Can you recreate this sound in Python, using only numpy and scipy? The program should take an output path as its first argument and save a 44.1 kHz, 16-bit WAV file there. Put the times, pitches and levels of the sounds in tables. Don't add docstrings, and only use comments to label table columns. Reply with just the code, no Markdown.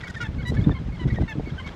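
import sys
import numpy as np
from scipy import signal
from scipy.io import wavfile
from scipy.ndimage import uniform_filter1d

SR = 44100
rng = np.random.default_rng(int(sys.argv[2]) if len(sys.argv) > 2 else 0)


def int16_out(signal):
    q = np.round(np.clip(np.atleast_2d(signal).T, -1, 1) * 32767)
    wavfile.write(sys.argv[1], SR, q.astype(np.int16))


def volts_from_db(level):
    exponent = np.asarray(level, float) / 20
    return 10 ** exponent


N = 77175

# start t/s, top pitch f/Hz, level/dB
CHICK_PEEPS = [
    (.032, 2267, -44),
    (0.204, 2253, -43),
    (0.381, 2233, -45),
    (.563, 2235, -45.5),
    (.739, 2203, -48.5),
    (.920, 2206, -50.5),
    (1.096, 2216, -46.5),
    (1.276, 2216, -43.5),
    (1.455, 2244, -45.5),
    (1.641, 2240, -43.5),
]
PEEP_HARMONICS = [0, -17, -44, -46, -43, -42, -43]
# start t/s, length t/s, ring f/Hz, level/dB, octave level/dB
CACKLE_NOTES = [(.028, 0.022, 1925, -35.5, -21), (0.088, 0.026, 1875, -40.5, -14),
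                (0.156, 0.032, 1815, -33.5, -20), (.563, 0.019, 1734, -36, -13.5),
                (0.636, 0.016, 1800, -46.5, 6), (.618, .02, 2200, -50, -12), (0.706, 0.024, 1785, -40, -5),
                (1.096, 0.023, 1940, -36.5, -17), (1.158, 0.032, 1890, -37.5, -19),
                (1.226, 0.028, 2000, -47, -14), (0.096, 0.0194, 1476, -41, -15),
                (0.4, 0.015, 1500, -42.5, -7), (.035, 0.0073, 1544, -37.5, -22),
                (1.575, 0.027, 1556, -37, -4.5), (1.592, 0.019, 2900, -48, -21),
                (0.381, 0.025, 1500, -49.5, -16), (1.279, 0.012, 1400, -43, -30)]
# start t/s, level/dB
CACKLE_RASPS = [(.003, -43), (0.067, -39), (0.138, -41), (0.538, -46), (0.607, -55), (.68, -52.5),
                (1.072, -44.5), (1.142, -45.5), (1.205, -48), (1, -50.5), (1.66, -42.5), (1.678, -48),
                (0.18, -51), (.03, -53), (0.33, -53.5), (.63, -53), (0.45, -52), (1.03, -54), (1.49, -50),
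                (0.86, -55.5), (1.2, -52.5), (.21, -42), (.245, -47)]
# f/Hz, width f/Hz, level/dB
THROAT = [(1500, 450, 0), (2000, 500, -2), (3300, 900, -8), (4900, 1200, -17)]
# start t/s, length t/s, first pitch f/Hz, last pitch f/Hz, level/dB
NASAL_HONKS = [
    (0.450, 0.057, 969.6, 989, -39.5),
]
# f/Hz, level/dB
NASAL_BILL = [(950, -9), (1900, 2.5), (2900, -12), (3900, -1), (4900, -16), (9800, -23), (10800, -40),
              (12800, -27)]
# start t/s, length t/s, first pitch f/Hz, last pitch f/Hz, level/dB
DEEP_CALLS = [
    (0.201, 0.038, 478.8, 472.8, -32.5),
]
# f/Hz, level/dB
DEEP_COLOUR = [(950, -16.5), (1450, 1.5), (1900, -10), (2400, -20), (2900, -12.5), (4100, -29.5),
               (5500, -20.5), (12000, -56)]
# start t/s, length t/s, first pitch f/Hz, last pitch f/Hz, level/dB
NEIGHBOUR_HONKS = [
    (0.232, 0.0438, 926, 847, -43.5),
    (1.276, .060, 922, 843.6, -42),
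]
# f/Hz, level/dB
NEIGHBOUR_BILL = [(880, -7), (1760, 2), (2650, -4), (3550, -5), (4400, -25), (5800, -13), (8800, -35),
                  (11500, -27)]
# start t/s, length t/s, first pitch f/Hz, last pitch f/Hz, level/dB
DISTANT_HONKS = [
    (0.745, .043, 1084, 1018, -46.5),
    (0.99, 0.056, 1021, 956, -45),
    (1.594, 0.026, 1070, 1010, -43.5),
    (1.66, 0.022, 1093, 1125, -50),
    (.886, 0.018, 844, 810, -55),
]
# f/Hz, level/dB
DISTANT_BILL = [(1000, -5), (2000, 0), (3000, -5), (4000, -8), (5000, -26), (6200, -19), (8500, -22),
                (13000, -38)]
# start t/s, length t/s, level/dB
BILL_SCRAPES = [(.008, 0.024, -66), (.03, .025, -58), (0.071, 0.023, -54.5), (0.091, 0.024, -52),
                (0.137, 0.017, -59), (.158, 0.032, -59), (0.21, 0.031, -52), (0.263, 0.015, -58),
                (0.419, 0.014, -60), (0.492, 0.02, -56), (0.54, 0.02, -58.5), (0.599, 0.049, -65),
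                (.955, .016, -63), (1.125, .02, -63), (1.675, 0.01, -67), (1.49, 0.014, -67),
                (1.582, .02, -62)]
# f/Hz, width f/Hz, level/dB
SCRAPE_HISS = [(5050, 2000, 0), (6570, 1800, -2), (8300, 1600, -10.5), (12500, 3000, -23)]
# middle t/s, level/dB
BILL_TICKS = [(0.0781, -55), (.2191, -60), (0.4251, -70), (0.5211, -70), (0.6361, -65), (.7381, -71),
              (.5051, -68), (.2851, -73), (.2951, -73), (1.2111, -73), (1.1401, -73), (1.2501, -75),
              (.2321, -66), (.1081, -68), (1.537, -75), (1.67, -70)]
# t/s, level/dB
GUST_STRENGTH = [(0, -38), (.17, -36), (.25, -28.5), (.36, -27.5), (.62, -24.5), (0.691, -29.5),
                 (0.792, -33), (0.881, -28.5), (0.941, -32.5), (1.06, -23), (1.11, -25), (1.219, -22.5),
                 (1.29, -37), (1.37, -27.5), (1.54, -34), (1.6, -36.5), (1.75, -37)]
# f/Hz, level/dB
WIND_RUMBLE = [(25, -22), (40, -4), (58, 8), (100, -6), (170, -7), (300, -22.5), (600, -32), (1500, -78.5)]
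# start t/s, peak level/dB, upper edge f/Hz, length t/s
WIND_BUFFETS = [(.197, -31, 220, 0.025), (.282, -25, 186, 0.01), (.434, -26, 199, 0.036),
                (0.514, -23, 420, 0.033), (.56, -27.5, 300, .03), (.628, -24.5, 325, .035),
                (.75, -31, 200, 0.031), (1.23, -23, 200, 0.013), (1.01, -27, 301, .02),
                (.355, -27, 181, 0.019), (.602, -22.5, 253, .02), (.662, -15, 300, 0.028),
                (0.689, -14.5, 330, 0.018), (0.712, -20, 374, .02), (.808, -26.5, 297, 0.016),
                (1.051, -11, 248, 0.019), (1.063, -18.5, 178, 0.02), (1.122, -20, 200, 0.01),
                (1.199, -17, 375, 0.014), (1.219, -18, 328, 0.02), (1.351, -18.5, 281, 0.037),
                (1.394, -19.5, 386, 0.015), (1.51, -21.5, 189, 0.024)]
# middle t/s, peak level/dB, centre f/Hz
WIND_POPS = [(.6717, -3, 150), (.679, -13.5, 172), (.686, -12.5, 98), (.695, -18.5, 890), (1.016, -19, 220),
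             (1.187, -18, 553), (1.224, -23, 554), (1.475, -22.5, 250), (.886, -19, 170), (1.55, -23.5, 57),
             (.705, -15.5, 120), (.862, -22, 55), (.9, -21, 50), (.7, -15, 45), (.34, -24, 55),
             (.755, -26, 60), (1.11, -21, 60), (1.44, -27, 65), (.97, -26, 55), (.5, -26, 90),
             (1.7, -32, 55), (1.238, -15, 140), (1.398, -24, 500), (.522, -22, 450), (.365, -23, 110)]
# t/s, level/dB
SURF_SWELL = [(0, 5), (.3, 2), (.6, 5), (.8, 2), (1.1, 4), (1.4, 3), (1.75, 6.5)]
# f/Hz, level/dB
SURF_COLOUR = [(220, -5.5), (600, -14), (1200, -16), (2000, -20.5), (3800, -26.5), (7500, -41),
               (10500, -54), (15500, -59.5)]

EDGE_S = 0.00589


def peep(start, top_hz, db):
    length_s, top_at = 0.047, 0.38
    u, env = shape(length_s)
    rising = 0.035 * (1 - u / top_at) ** 2
    falling = 0.095 * ((u - top_at) / (1 - top_at)) ** 2
    bend = np.where(u < top_at, rising, falling)
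    blip_u, blip_env = shape(0.011)
    blip_wobble, wobble = uniform_filter1d(rng.standard_normal((2, 4000)), size=150, axis=1)
    blip_pitch = 1638 * (1 + 0.0078 * evened(blip_wobble)[:len(blip_u)])
    blip = volts_from_db(db - 2) * blip_env * stack(blip_pitch, [2.5, 0.5])
    dulling = 4 * np.c_[:len(PEEP_HARMONICS)] * (u ** 2 - 0.2)
    pitch = top_hz * (1 - bend + 0.003 * evened(wobble)[:len(u)])
    whistle = volts_from_db(db) * env * stack(pitch, np.c_[PEEP_HARMONICS] - dulling)
    return [(start, whistle), (start + length_s - 0.002, blip)]


def note(start, length, hz, db, octave_db):
    u, env = shape(length)
    wobble = evened(smooth_twice(rng.standard_normal(4000), 90, 60))[:len(u)]
    pitch = hz * (1 + 0.035 * (0.5 - u) + 0.012 * wobble)
    ring = stack(pitch, [0, octave_db - 30 * (u - 0.65) ** 2])
    return start, volts_from_db(db) * env * np.sin(np.pi * u) * ring


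def rasp(throat, start, length, db):
    pulse_hz, roughness = 430, 0.7
    u, env = shape(length)
    drift, breath = rng.standard_normal((2, 4000))[:, :len(u)]
    turns = np.cumsum(pulse_hz * (1 + 2 * uniform_filter1d(drift, size=100))) / SR
    gate = np.exp(-(turns % 1) / 0.15)
    pulses = evened(np.diff(gate, prepend=1))
    puffs = evened((gate + 0.3) * breath)
    drive = (1 - roughness) * pulses + roughness * puffs
    drive = signal.sosfilt(signal.butter(2, 9000, fs=SR, output="sos"), drive)
    voice = 0
    for hz, width, gain_db in throat:
        voice = voice + volts_from_db(gain_db) * resonate(resonate(drive, hz, width), hz, width)
    unsteady_db = 3.0 * evened(smooth_twice(drift[::-1], 120, 50))
    return start, volts_from_db(db) * env * evened(voice * volts_from_db(unsteady_db))


def honk(bill, start, length, first_hz, last_hz, db):
    u, env = shape(length)
    mean_hz = (first_hz + last_hz) / 2
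    hz = mean_hz * np.arange(1, int(31000 / (first_hz + last_hz)) + 1)
    faintness_db = max(-39.5 - db, 0)
    distance = 0.3 * (hz == hz[0]) - 0.3556 * (hz / 1000 - 2)
    levels = read(bill, hz) + distance * faintness_db
    levels = levels - 6 * np.maximum(hz - 13200, 0) / 1000
    peak_at = 0.62 if last_hz > first_hz else 0.48
    swell = -13 * np.maximum(hz / 1000 - 2, 0)[:, None] * (u - peak_at) ** 2
    chance = smooth_twice(rng.standard_normal((40, 4000)), 300, 100)
    flutter = 3.2 * evened(chance)[:len(hz), 500:500 + len(u)] * (hz[:, None] > 2200)
    glide = first_hz + (last_hz - first_hz) * u
    pitch = glide * (1 + 0.0015 * evened(chance[-1])[:len(u)])
    air = evened(smooth_twice(rng.standard_normal(4000), 120, 120))[:len(u)]
    hoarse = 1 + volts_from_db(-17) * air
    return start, volts_from_db(db) * env * hoarse * stack(pitch, levels[:, None] + swell + flutter)


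def birds():
    calls = []
    for row in CHICK_PEEPS:
        calls += peep(*row)
    calls += [note(*row) for row in CACKLE_NOTES]
    calls += [rasp(THROAT, start, 0.025, db) for start, db in CACKLE_RASPS]
    for bill, honks in [(NASAL_BILL, NASAL_HONKS), (DEEP_COLOUR, DEEP_CALLS),
                        (NEIGHBOUR_BILL, NEIGHBOUR_HONKS), (DISTANT_BILL, DISTANT_HONKS)]:
        calls += [honk(bill, *row) for row in honks]
    calls += [rasp(SCRAPE_HISS, *row) for row in BILL_SCRAPES]
    mix = np.zeros(N)
    for start, sound in calls:
        add(mix, start, sound)
    echo_db, echo_s = -17.5, 0.24
    t = np.arange(SR // 4) / SR
    tail = rng.standard_normal(len(t)) * volts_from_db(-60 * t / echo_s) * (t > 0.004)
    return mix + volts_from_db(echo_db) * signal.fftconvolve(mix, tail / np.linalg.norm(tail))[:N]


def ticks():
    mix, t = np.zeros(N), np.arange(260) / SR
    env = np.sin(np.pi * t / t[-1]) ** 2
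    for moment, db in BILL_TICKS:
        bright = np.diff(rng.standard_normal(len(t) + 1))
        add(mix, moment - t[-1] / 2, volts_from_db(db) * env * evened(bright))
    return mix


def wind():
    lumps = evened(uniform_filter1d(rng.standard_normal(N // 256 + 5), size=4))
    gust_db = np.interp(np.arange(N) / SR, *np.transpose(GUST_STRENGTH)) + 0.5
    mix = noise(WIND_RUMBLE, 1024, 3.0 * lumps[None]) * volts_from_db(gust_db)
    for moment, db, edge_hz, length in WIND_BUFFETS:
        band = signal.butter(2, [0.3 * edge_hz, edge_hz], "bandpass", fs=SR, output="sos")
        push = signal.sosfilt(band, rng.standard_normal(6000))
        push = signal.sosfilt(signal.butter(1, edge_hz, fs=SR, output="sos"), push)
        push = push[2000:]
        env = shape(length + EDGE_S)[1]
        add(mix, moment - EDGE_S / 2, volts_from_db(db - 7) * env * evened(push[:len(env)]))
    return mix


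def pops():
    mix = np.zeros(N)
    for moment, db, hz in WIND_POPS:
        u = (np.arange(N) / SR - moment) * np.sqrt(2) * np.pi * hz
        mix -= volts_from_db(db) * (1 - u ** 2) * np.exp(-u ** 2 / 2)
    return mix


def surf():
    frames = N // 128 + 5
    patches = uniform_filter1d(rng.standard_normal((frames, 257)).T, size=5, axis=0)
    patches = evened(uniform_filter1d(patches, size=10, axis=1))
    flicker = evened(uniform_filter1d(rng.standard_normal(frames), size=4))
    wash = noise(SURF_COLOUR, 512, 1.6 * patches + 0.8 * flicker)
    swell_db = np.interp(np.arange(N) / SR, *np.transpose(SURF_SWELL))
    return wash * volts_from_db(-49.5 + 1.5 + swell_db)


def evened(x):
    return x / np.sqrt(np.mean(x ** 2) + 1e-20)


def smooth_twice(x, first, second):
    return uniform_filter1d(uniform_filter1d(x, size=first), size=second)


def read(points, hz):
    f, value = np.transpose(points)
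    return np.interp(np.log(hz + 1), np.log(f + 1), value)


def add(mix, start, sound):
    part = mix[round(start * SR):][:len(sound)]
    part += sound[:len(part)]


def resonate(x, hz, width):
    turn = np.exp(2j * np.pi * hz * np.arange(len(x)) / SR)
    r = np.exp(-np.pi * abs(width) / SR)
    return 2 * (turn * signal.lfilter([1 - r], [1, -r], x / turn)).real


def shape(length):
    t = np.arange(0, length, 1 / SR)
    edge = np.clip(np.minimum(t, length - t) / min(EDGE_S, length / 2), 0, 1)
    return t / length, np.sin(np.pi / 2 * edge) ** 2


def stack(hz, levels_db):
    turns = np.cumsum(hz) / SR
    total = 0
    for k, db in enumerate(levels_db):
        total = total + np.sqrt(2) * volts_from_db(db) * np.sin(2 * np.pi * (k + 1) * turns + k * k)
    return total


def noise(colour, size, field_db):
    hz = np.fft.rfftfreq(size, 1 / SR)
    real, imag = rng.standard_normal((field_db.shape[1], len(hz), 2)).T
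    spectra = (real + 1j * imag) * volts_from_db(read(colour, hz)[:, None] + field_db)
    return evened(signal.istft(spectra, nperseg=size, noverlap=3 * size // 4)[1][:N])


def scene():
    return (birds() + ticks() + wind() + pops() + surf())[None]


def top_cut(x):
    return signal.sosfilt(signal.butter(12, 15740, fs=SR, output="sos"), x)


def record(dry):
    bass_cut = signal.butter(3, 42, "highpass", fs=SR, output="sos")
    return top_cut(signal.sosfilt(bass_cut, dry))


dry = scene()
out = record(dry)
int16_out(out)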